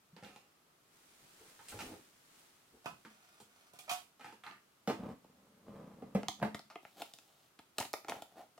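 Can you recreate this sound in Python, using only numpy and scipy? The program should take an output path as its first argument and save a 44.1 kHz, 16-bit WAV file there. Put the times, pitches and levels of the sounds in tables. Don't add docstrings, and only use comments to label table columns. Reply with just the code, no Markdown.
import sys
import numpy as np
from scipy import signal
from scipy.fft import rfft, irfft
from scipy.io import wavfile
from scipy.ndimage import uniform_filter1d

SR = 44100
rng = np.random.default_rng(int(sys.argv[2]) if len(sys.argv) > 2 else 0)


def digitize_waveform(pressure):
    field = np.atleast_2d(pressure).T
    bounded = np.clip(field, -1, 1)
    quanta = np.round(bounded * 32767).astype(np.int16)
    wavfile.write(sys.argv[1], SR, quanta)


N = 378819
TIME_S = np.arange(N) / SR
TOP_HZ, JUDDER_PER_S = 15900, 45
PUSH_RISE_S, STROKE_RISE_S, RUB_FALL_S = 0.087, 0.075, 0.16


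def bowl_knocks():
    # start_s, level_db, bass_rel_db, treble_rel_db, chatter_s
    hits = [(4.8745, -34, -8.5, -16, 0.015), (4.889, -38, -3, -19, 0.017), (4.899, -37.5, -6.5, -16, 0.022),
            (5.244, -62.5, -4.5, -18, 0.0011), (6.022, -55, 4, -22, 0.016), (6.149, -37, 0, -18, 0.007),
            (6.163, -42.5, -1, -18, 0.023), (6.416, -46, -6, -26, 0.008), (6.4265, -29, -13, -25, 0.0047),
            (6.4485, -38.5, -9, -21, 0.012)]
    # pitch_hz, level_db, t60_s
    modes = [(135, -14, .06), (168, -6, .07), (215, -3, .09), (279, -6, .05), (372, -5, .025),
             (462, -2, .028), (530, -2, .026), (692, -1, .03), (790, 2, .03), (870, -2, .028),
             (1060, -6, .025), (1256, -4, .028), (1550, -9, .022), (2000, -12, .02)]
    return blows(hits, modes, crack_db=23, dense_db=7, tick=0.71, ping=0.092, ping_hz=2700,
                 lowest_hz=120, split_hz=613, dull_hz=5050, pan_db=-1.5, lag_ms=0.071,
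                 trim_db=(2.5, -5, 2))


def desk_thuds():
    # start_s, level_db, pitch_hz, t60_s
    hits = [(0.131, -50.5, 169.5, 0.14), (0.226, -50, 205, 0.16), (2.737, -59, 237, 0.1),
            (3.07, -60, 217, 0.28), (4.877, -28.5, 212, 0.14), (6.022, -46, 257, 0.11),
            (6.15, -21, 198, 0.11), (6.287, -44, 300, 0.1), (6.424, -27, 212.6, 0.2)]
    out, rise_s = 0, 0.0025
    for start_s, level_db, pitch_hz, t60_s in hits:
        t = np.maximum(TIME_S - start_s, 0)
        fade = undb(level_db - 60 * np.minimum(t / t60_s, 2)) * (1 - np.exp(-t / rise_s))
        out = out + fade * np.sin(2 * np.pi * pitch_hz * t)
    return place(out)


def bowl_slide():
    # start_s, length_s, level_db, drift_db
    pushes = [(4.995, 0.12, -46, 0), (5.24, 0.41, -70.5, 1.5), (5.685, 0.19, -50, -3.5),
              (5.9, 0.4, -59, -2), (6.43, 0.049, -39.5, -10.5)]
    # freq_hz, level_db
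    spectrum = [(40, -26), (90, -16), (145, -11.5), (210, 1), (260, -7), (335, -17), (430, -14.5),
                (530, -10.5), (730, -21), (1150, -21.5), (1500, -31.5), (2900, -40.5), (6000, -51),
                (15000, -57)]
    rumble = colour(grains(N, per_s=2800, spread_db=0), spectrum)
    rumble = rumble / np.sqrt(uniform_filter1d(rumble ** 2, SR // 20) + 1e-12)
    judder_db = 1.3 * walk(JUDDER_PER_S)
    return place(rumble * undb(judder_db) * swell(pushes, PUSH_RISE_S, RUB_FALL_S), pan_db=-0.41)


def rim_snaps():
    # start_s, level_db, bass_rel_db, treble_rel_db, chatter_s
    hits = [(6.2325, -45, -8, -11.5, 0.00058), (6.284, -38, -13, -3, 0.0022), (6.4, -56, -12, -10, 0.0008),
            (6.546, -42.5, -7, -6, 0.006), (6.593, -55, -14, -1.5, 0.0016),
            (6.701, -52.5, -18, -7.5, 0.022), (6.757, -47, -5, -19, 0.0018), (6.83, -67, -2, -15, 0.0049),
            (6.851, -52.5, -11, -23, 0.00053), (7.019, -42, -9.5, -5, 0.0034), (7.137, -64, -8, 10, 0.0013),
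            (7.187, -62, -12, 2.5, 0.0012), (7.59, -56, -7, -3.5, 0.0047),
            (7.7832, -37, -17.5, -0.5, 0.0039), (7.801, -43, -7, 2, 0.0055), (7.809, -40, -18, -20, 0.0033),
            (7.8255, -46.5, -15, -3, 0.0032), (7.8505, -49.5, -9, -1.5, 0.0034),
            (7.9325, -53, -14, -13, 0.0022), (7.9372, -36, -20, -9, 0.002),
            (8.047, -53.5, -6.5, -10, 0.00063), (8.084, -41.5, -13, -8, 0.016),
            (8.096, -43.5, -12.5, -1, 0.0021), (8.121, -40.5, -15, -26, 0.00081),
            (8.157, -58, 1, -8, 0.0067), (8.2215, -48, -7, -6, 0.005), (8.578, -58, -9, -9.5, 0.005)]
    # pitch_hz, level_db, t60_s
    modes = [(300, -9, .03), (470, -8, .025), (690, 0, .023), (785, 2, .022), (860, 1, .02),
             (1100, -7, .014), (1280, -2, .02), (1920, -9, .014), (2110, -10, .014), (2920, -5, .007),
             (3450, 1, .007), (4290, -3, .006), (4890, -4, .006), (6000, -1, .005)]
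    return blows(hits, modes, crack_db=26.5, dense_db=-4, tick=0.56, ping=0.29, ping_hz=3560,
                 lowest_hz=94, split_hz=360, dull_hz=4340, pan_db=0.2, lag_ms=-0.032,
                 trim_db=(0.5, -2, -2))


def band_cracks():
    # start_s, level_db, centre_hz, width_octaves
    hits = [(6.2832, -46.5, 3480, 0.3), (6.2838, -49, 5500, 1.1), (7.022, -63, 11000, 0.49),
            (7.7838, -49, 7600, 1.8), (7.8015, -72, 9900, 1), (7.9322, -49, 7960, 1.5),
            (8.096, -65, 9800, 0.61), (8.2212, -61.5, 9500, 2.5)]
    return contacts(hits, pan_db=-5)


def band_strokes():
    # start_s, length_s, level_db, drift_db, hiss_rel_db
    strokes = [(6.83, 0.12, -85.5, -1, 4), (6.979, 0.025, -65.5, 6.5, -4), (7.058, 0.42, -84, -5, 4),
               (7.782, 0.0047, -70, 17.5, -2), (8.09, 0.11, -55.5, -8.5, -13), (8.325, 0.01, -68, -10, -11),
               (8.374, 0.042, -61, -2, -15.5)]
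    # freq_hz, level_db
    hollow_spectrum = [(60, -30), (220, -7), (370, -8.5), (520, -7), (800, 0.5), (990, -15), (1300, -15.5),
                       (2100, -26), (6000, -51), (15000, -59)]
    hiss_spectrum = [(800, -25), (2200, -14), (3000, -6), (3750, -4), (5000, -8.5), (8000, -12),
                     (15000, -14)]
    slips = grains(N, per_s=4000, spread_db=2)
    hollow, hiss = unit(colour(slips, hollow_spectrum)), unit(colour(slips, hiss_spectrum))
    out = 0
    for *move, hiss_rel_db in strokes:
        out = out + (hollow + hiss * undb(hiss_rel_db)) * swell([move], STROKE_RISE_S, RUB_FALL_S)
    return place(out * undb(8))


def bowl_clacks():
    # start_s, level_db, bass_rel_db, treble_rel_db, chatter_s
    hits = [(2.843, -64, -22, -6, 0.0057), (2.858, -45.5, -7.5, -9, 0.004), (3.735, -69, 0, 2, 0.002),
            (3.789, -64.5, -9, 9.5, 0.0059), (3.879, -54, -16, -10, 0.038), (3.894, -42, -30, 0, 0.024),
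            (3.914, -56.5, -3.5, 11, 0.002)]
    # pitch_hz, level_db, t60_s
    modes = [(682, 11, 0.024), (732, 2, 0.1), (816, -4, 0.07), (1017, 4.5, 0.06), (1206, 1.5, 0.06),
             (1287, -3.5, 0.11), (1520, 0, .03), (2390, 1, 0.03), (2480, -6, 0.04), (3290, -9, 0.08),
             (4830, -10, 0.08)]
    return blows(hits, modes, crack_db=33, dense_db=-4, tick=0.093, ping=0.41, ping_hz=3070,
                 lowest_hz=108, split_hz=685, dull_hz=5500, pan_db=-4.5, lag_ms=0.17,
                 trim_db=(2.5, 2, -0.5))


def desk_taps():
    # start_s, level_db, bass_rel_db, treble_rel_db, chatter_s
    hits = [(0.165, -62.5, -2.5, -8.5, 0.024), (0.226, -63, 2, -9, 0.03), (0.236, -59, -7.5, -6, 0.098),
            (0.361, -63.5, -7, -4, 0.0013), (1.592, -61, -13, -13, 0.019), (1.685, -69, -22, 14.5, 0.024),
            (1.722, -58, -7.5, -14, 0.025), (1.79, -50.5, -12, -4, 0.026), (1.806, -51.5, -12, -5, 0.018),
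            (1.922, -64, 3.5, -21, 0.021), (3.05, -57.5, -7, -12, 0.012), (3.402, -66, -1.5, 0.5, 0.016),
            (4.196, -62.5, -7.5, -9.5, 0.02), (4.21, -59.5, -13, -9.5, 0.06),
            (4.245, -53.5, -13, -12, 0.05), (4.325, -62.5, -3.5, -8.5, 0.007),
            (4.437, -55.5, -27, -12.5, 0.037), (4.464, -51, -20, -18, 0.042),
            (4.51, -63.5, -12, -12, 0.024)]
    # pitch_hz, level_db, t60_s
    modes = [(123, -4, 0.04), (178, -3, 0.086), (212, -1.5, 0.13), (296, -3.5, 0.052), (416, -46, 0.019),
             (576, -6, 0.056), (873, 11, 0.026), (1290, 3, 0.082), (1720, -3, 0.023), (2180, -6, 0.018),
             (2940, 9.5, 0.019)]
    return blows(hits, modes, crack_db=44.5, dense_db=4, tick=0.55, ping=0.66, ping_hz=3900,
                 lowest_hz=109, split_hz=710, dull_hz=4640, pan_db=-1.5, lag_ms=0.031,
                 trim_db=(5, 0.5, 2))


def strap_ticks():
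    # start_s, level_db, centre_hz, width_octaves
    hits = [(0.1652, -69.5, 3200, 1.3), (0.2468, -65, 3440, 0.56), (0.255, -80, 3400, 0.99),
            (0.2875, -77, 3100, 0.74), (0.361, -83, 3080, 1), (4.438, -65, 3180, 0.52),
            (4.4655, -62, 2880, 1.1), (4.5115, -64.5, 3200, 1.1)]
    return contacts(hits, pan_db=-9)


def forearm_drag():
    # start_s, length_s, level_db, drift_db, centre_hz
    leans = [(0.25, 0.087, -67, -9, 260), (1.25, 0.01, -68, -11, 139), (1.415, 0.015, -63.5, -9, 375),
             (1.47, 0.025, -69, -7, 300), (1.715, 0.1, -62, 0, 296), (1.745, 0.032, -54, -1, 115),
             (1.84, 0.097, -53.5, 3, 290), (2.738, 0.016, -63.5, -4.5, 330), (2.9, 0.043, -63.5, -3.5, 150)]
    slips = grains(N, per_s=3000, spread_db=1)
    dull_slips = band(slips, 300, "lowpass", order=1)
    rumble = unit(band(dull_slips, [45, 900], "bandpass")) * undb(-1)
    out = 0
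    for *move, centre_hz in leans:
        wood = unit(band(slips, edges_hz(centre_hz, octaves=0.73), "bandpass"))
        out = out + unit(wood + rumble) * swell([move], PUSH_RISE_S, RUB_FALL_S)
    flutter_db = 2 * walk(JUDDER_PER_S)
    return place(out * undb(flutter_db))


def bowl_graze():
    # start_s, length_s, level_db, drift_db
    grazes = [(3.1, 0.34, -72, 1.2), (3.5, 0.18, -72.5, 1.5), (3.73, 0.26, -70.5, 0.28)]
    # freq_hz, level_db
    spectrum = [(150, -12), (500, -6), (700, 3), (850, -3), (1100, -2), (1300, 3), (1700, -5), (2100, -4),
                (2400, -2), (2900, -7), (5000, -8), (9000, -12), (15000, -19)]
    slips = unit(colour(grains(N, per_s=2700, spread_db=4), spectrum))
    return place(slips * swell(grazes, STROKE_RISE_S, RUB_FALL_S), pan_db=-1.6, lag_ms=0.2)


def sleeves():
    # start_s, length_s, level_db, drift_db
    reaches = [(0.96, 0.54, -70.5, 6.3), (1.71, 0.17, -59.5, 2), (2.05, 0.35, -78, 11.2),
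               (2.5, 0.57, -76, 2.1)]
    # freq_hz, level_db
    spectrum = [(100, -4), (300, 5), (600, 1), (1300, 2), (3000, 0), (6000, -2), (9000, -2), (12000, -6),
                (16000, -10)]
    fibres = np.array([grains(N, per_s=14000, spread_db=-2.5) for _ in range(2)])
    shared_bass = band(grains(N, per_s=14000, spread_db=3.5), 300, "lowpass", order=1)
    rustle = unit(colour(band(fibres, 440, "highpass", order=1) + shared_bass, spectrum))
    return rustle * swell(reaches, rise_s=0.62, fall_s=0.7) * undb(2.5)


def air():
    # freq_hz, level_db
    spectrum = [(25, -18), (60, -8), (140, 0), (350, -.5), (520, -4), (1000, -6), (1300, -3), (1650, -9),
                (3000, -11), (6000, -14.5), (10000, -16), (14500, -17.5), (16000, -23)]
    return unit(colour(two_ears(N, shared_hz=595), spectrum)) * undb(-70.4)


def room(dry, wet_db):
    # freq_hz, t60_s
    decays = [(150, 0.44), (400, 0.25), (1000, 0.22), (3000, 0.28), (8000, 0.29), (15000, 0.32)]
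    bands_hz, t60s_s = np.transpose(decays)
    t = np.arange(SR // 2) / SR
    hz = np.fft.rfftfreq(len(t), 1 / SR)
    noise = rfft(band(two_ears(len(t), shared_hz=800), 400, "highpass", order=1))
    tail = 0
    for t60_s, share in zip(t60s_s, np.eye(len(decays))):
        weight = along(np.c_[bands_hz, share], hz)
        tail = tail + irfft(noise * weight, len(t)) * undb(-60 * t / t60_s)
    tail = tail * np.clip((t - 0.001) / 0.00077, 0, 1)
    tail = tail / np.sqrt(np.sum(tail ** 2) / 2)
    return dry + undb(wet_db) * signal.fftconvolve(dry, tail, axes=1)[:, :N]


def blows(hits, modes, crack_db, dense_db, tick, ping, ping_hz, lowest_hz, split_hz, dull_hz,
          pan_db, lag_ms, trim_db):
    out, t, attack = np.zeros((2, N + SR)), np.arange(2 ** 14) / SR, SR // 50
    for start_s, level_db, bass_rel_db, treble_rel_db, chatter_s in hits:
        force = unpitched(grains(len(t), per_s=9000, spread_db=2.5), np.exp(-t / chatter_s))
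        force = force / np.sqrt(np.sum(force ** 2) + 1e-12)
        force[0] += tick
        ring = signal.fftconvolve(force, body(modes, crack_db, dense_db))[:len(t)]
        low = band(band(ring, 506, "lowpass", order=4), lowest_hz, "highpass", order=4)
        middle = band(ring, [split_hz, 2500], "bandpass", order=4)
        high = band(ring, 1736, "highpass", order=3)
        patch_hz = np.clip(ping_hz * 4 ** treble_rel_db, 2720, TOP_HZ / 2)
        patch = band(high, [0.85 * patch_hz, 1.15 * patch_hz], "bandpass", order=1)
        high = band(high, dull_hz, "lowpass", order=1) + ping * patch
        gains = undb(level_db + np.array([bass_rel_db, 0, treble_rel_db]) + trim_db)
        blow = sum(part * gain / np.std(part[:attack]) for part, gain in zip((low, middle, high), gains))
        start = int(start_s * SR)
        out[:, start:start + len(t)] += place(blow, pan_db, lag_ms)
    return out[:, :N]


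def body(modes, crack_db, dense_db):
    t = np.arange(2 ** 13) / SR
    pitch_hz, level_db, t60_s = np.transpose(modes)[:, :, None]
    detune, scatter_db, phase = rng.standard_normal((3, len(modes), 1))
    fade = undb(level_db + scatter_db - 60 * t / t60_s)
    ring = np.sum(fade * np.cos(2 * np.pi * (pitch_hz * (1 + 0.025 * detune) * t + phase)), axis=0)
    crowd_fade = undb(-60 * t / np.mean(t60_s))
    crowd = unit(band(unpitched(rng.standard_normal(len(t)), crowd_fade), 480, "lowpass", order=1))
    ring = ring + crowd * np.sqrt(np.mean(crowd_fade ** 2)) * undb(dense_db)
    ring[0] += undb(crack_db)
    return ring


def contacts(hits, pan_db):
    out, t = np.zeros(N + SR), np.arange(2 ** 10) / SR
    chatter, decay_s = 0.6, 0.0007
    for start_s, level_db, centre_hz, width_octaves in hits:
        force = chatter * rng.standard_normal(len(t)) * np.exp(-t / decay_s)
        force[0] += 1
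        click = band(force, edges_hz(centre_hz, width_octaves), "bandpass", order=4)
        start = int(start_s * SR)
        out[start:start + len(t)] += unit(click) * undb(level_db)
    return place(out[:N], pan_db)


def swell(moves, rise_s, fall_s):
    gain = 0
    for start_s, length_s, level_db, drift_db in moves:
        t = TIME_S - start_s
        away = np.maximum(-t, 0) / rise_s + np.maximum(t - length_s, 0) / fall_s
        gain = gain + undb(level_db + drift_db * np.clip(t / length_s, 0, 1) - 60 * away)
    return gain


def grains(size, per_s, spread_db):
    size_draw, time_draw = rng.random((size, 2)).T
    strength = undb(spread_db * np.minimum(-np.log(size_draw), 4))
    return unit(rng.standard_normal(size) * strength * (time_draw < per_s / SR))


def unpitched(noise, fade):
    x = noise * fade
    for _ in range(5):
        x = irfft(np.exp(1j * np.angle(rfft(x))), len(x))
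        x = x * fade / np.sqrt(np.abs(uniform_filter1d(x ** 2, size=96)) + 1e-20)
    return x


def walk(per_s):
    hold = int(SR / per_s)
    return unit(uniform_filter1d(rng.standard_normal(N)[np.arange(N) // hold], hold))


def place(x, pan_db=0, lag_ms=0):
    hz = np.fft.rfftfreq(2 * len(x), 1 / SR)
    delay = np.exp(-2j * np.pi * hz * lag_ms / 1000)
    left = irfft(rfft(x, 2 * len(x)) * delay)[:len(x)]
    return np.array([left * undb(pan_db / 2), x * undb(-pan_db / 2)])


def two_ears(size, shared_hz):
    mid, side = rng.standard_normal((2, size))
    side = band(side, shared_hz, "highpass", order=1)
    return np.array([mid + side, mid - side]) / np.sqrt(2)


def colour(x, spectrum):
    hz = np.fft.rfftfreq(x.shape[-1], 1 / SR)
    return irfft(rfft(x) * undb(along(spectrum, hz)), x.shape[-1])


def along(points, hz):
    freq_hz, value = np.transpose(points)
    return np.interp(np.log(hz + 1), np.log(freq_hz), value)


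def band(x, hz, kind, order=2):
    sos = signal.butter(order, np.minimum(hz, SR / 2 - 1), kind, fs=SR, output="sos")
    return signal.sosfilt(sos, x)


def edges_hz(centre_hz, octaves):
    return centre_hz * 2 ** (np.array([-0.5, 0.5]) * octaves)


def undb(db):
    return 10 ** (np.asarray(db) / 20)


def unit(x):
    return x / np.sqrt(np.mean(x ** 2) + 1e-20)


def scene():
    taps, clacks, knocks, snaps = desk_taps(), bowl_clacks(), bowl_knocks(), rim_snaps()
    mix = room(knocks + bowl_slide() + desk_thuds(), wet_db=-1)
    mix += room(snaps + band_strokes() + band_cracks(), wet_db=-3)
    desk = taps + forearm_drag()
    mix += room(strap_ticks(), wet_db=-2)
    mix += room(desk, wet_db=2.5)
    mix += room(clacks + bowl_graze(), wet_db=3)
    return mix + sleeves() + air()


def record(dry):
    return signal.sosfilt(signal.ellip(8, 0.2, 70, TOP_HZ, fs=SR, output="sos"), dry)


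dry = scene()
out = record(dry)
digitize_waveform(out)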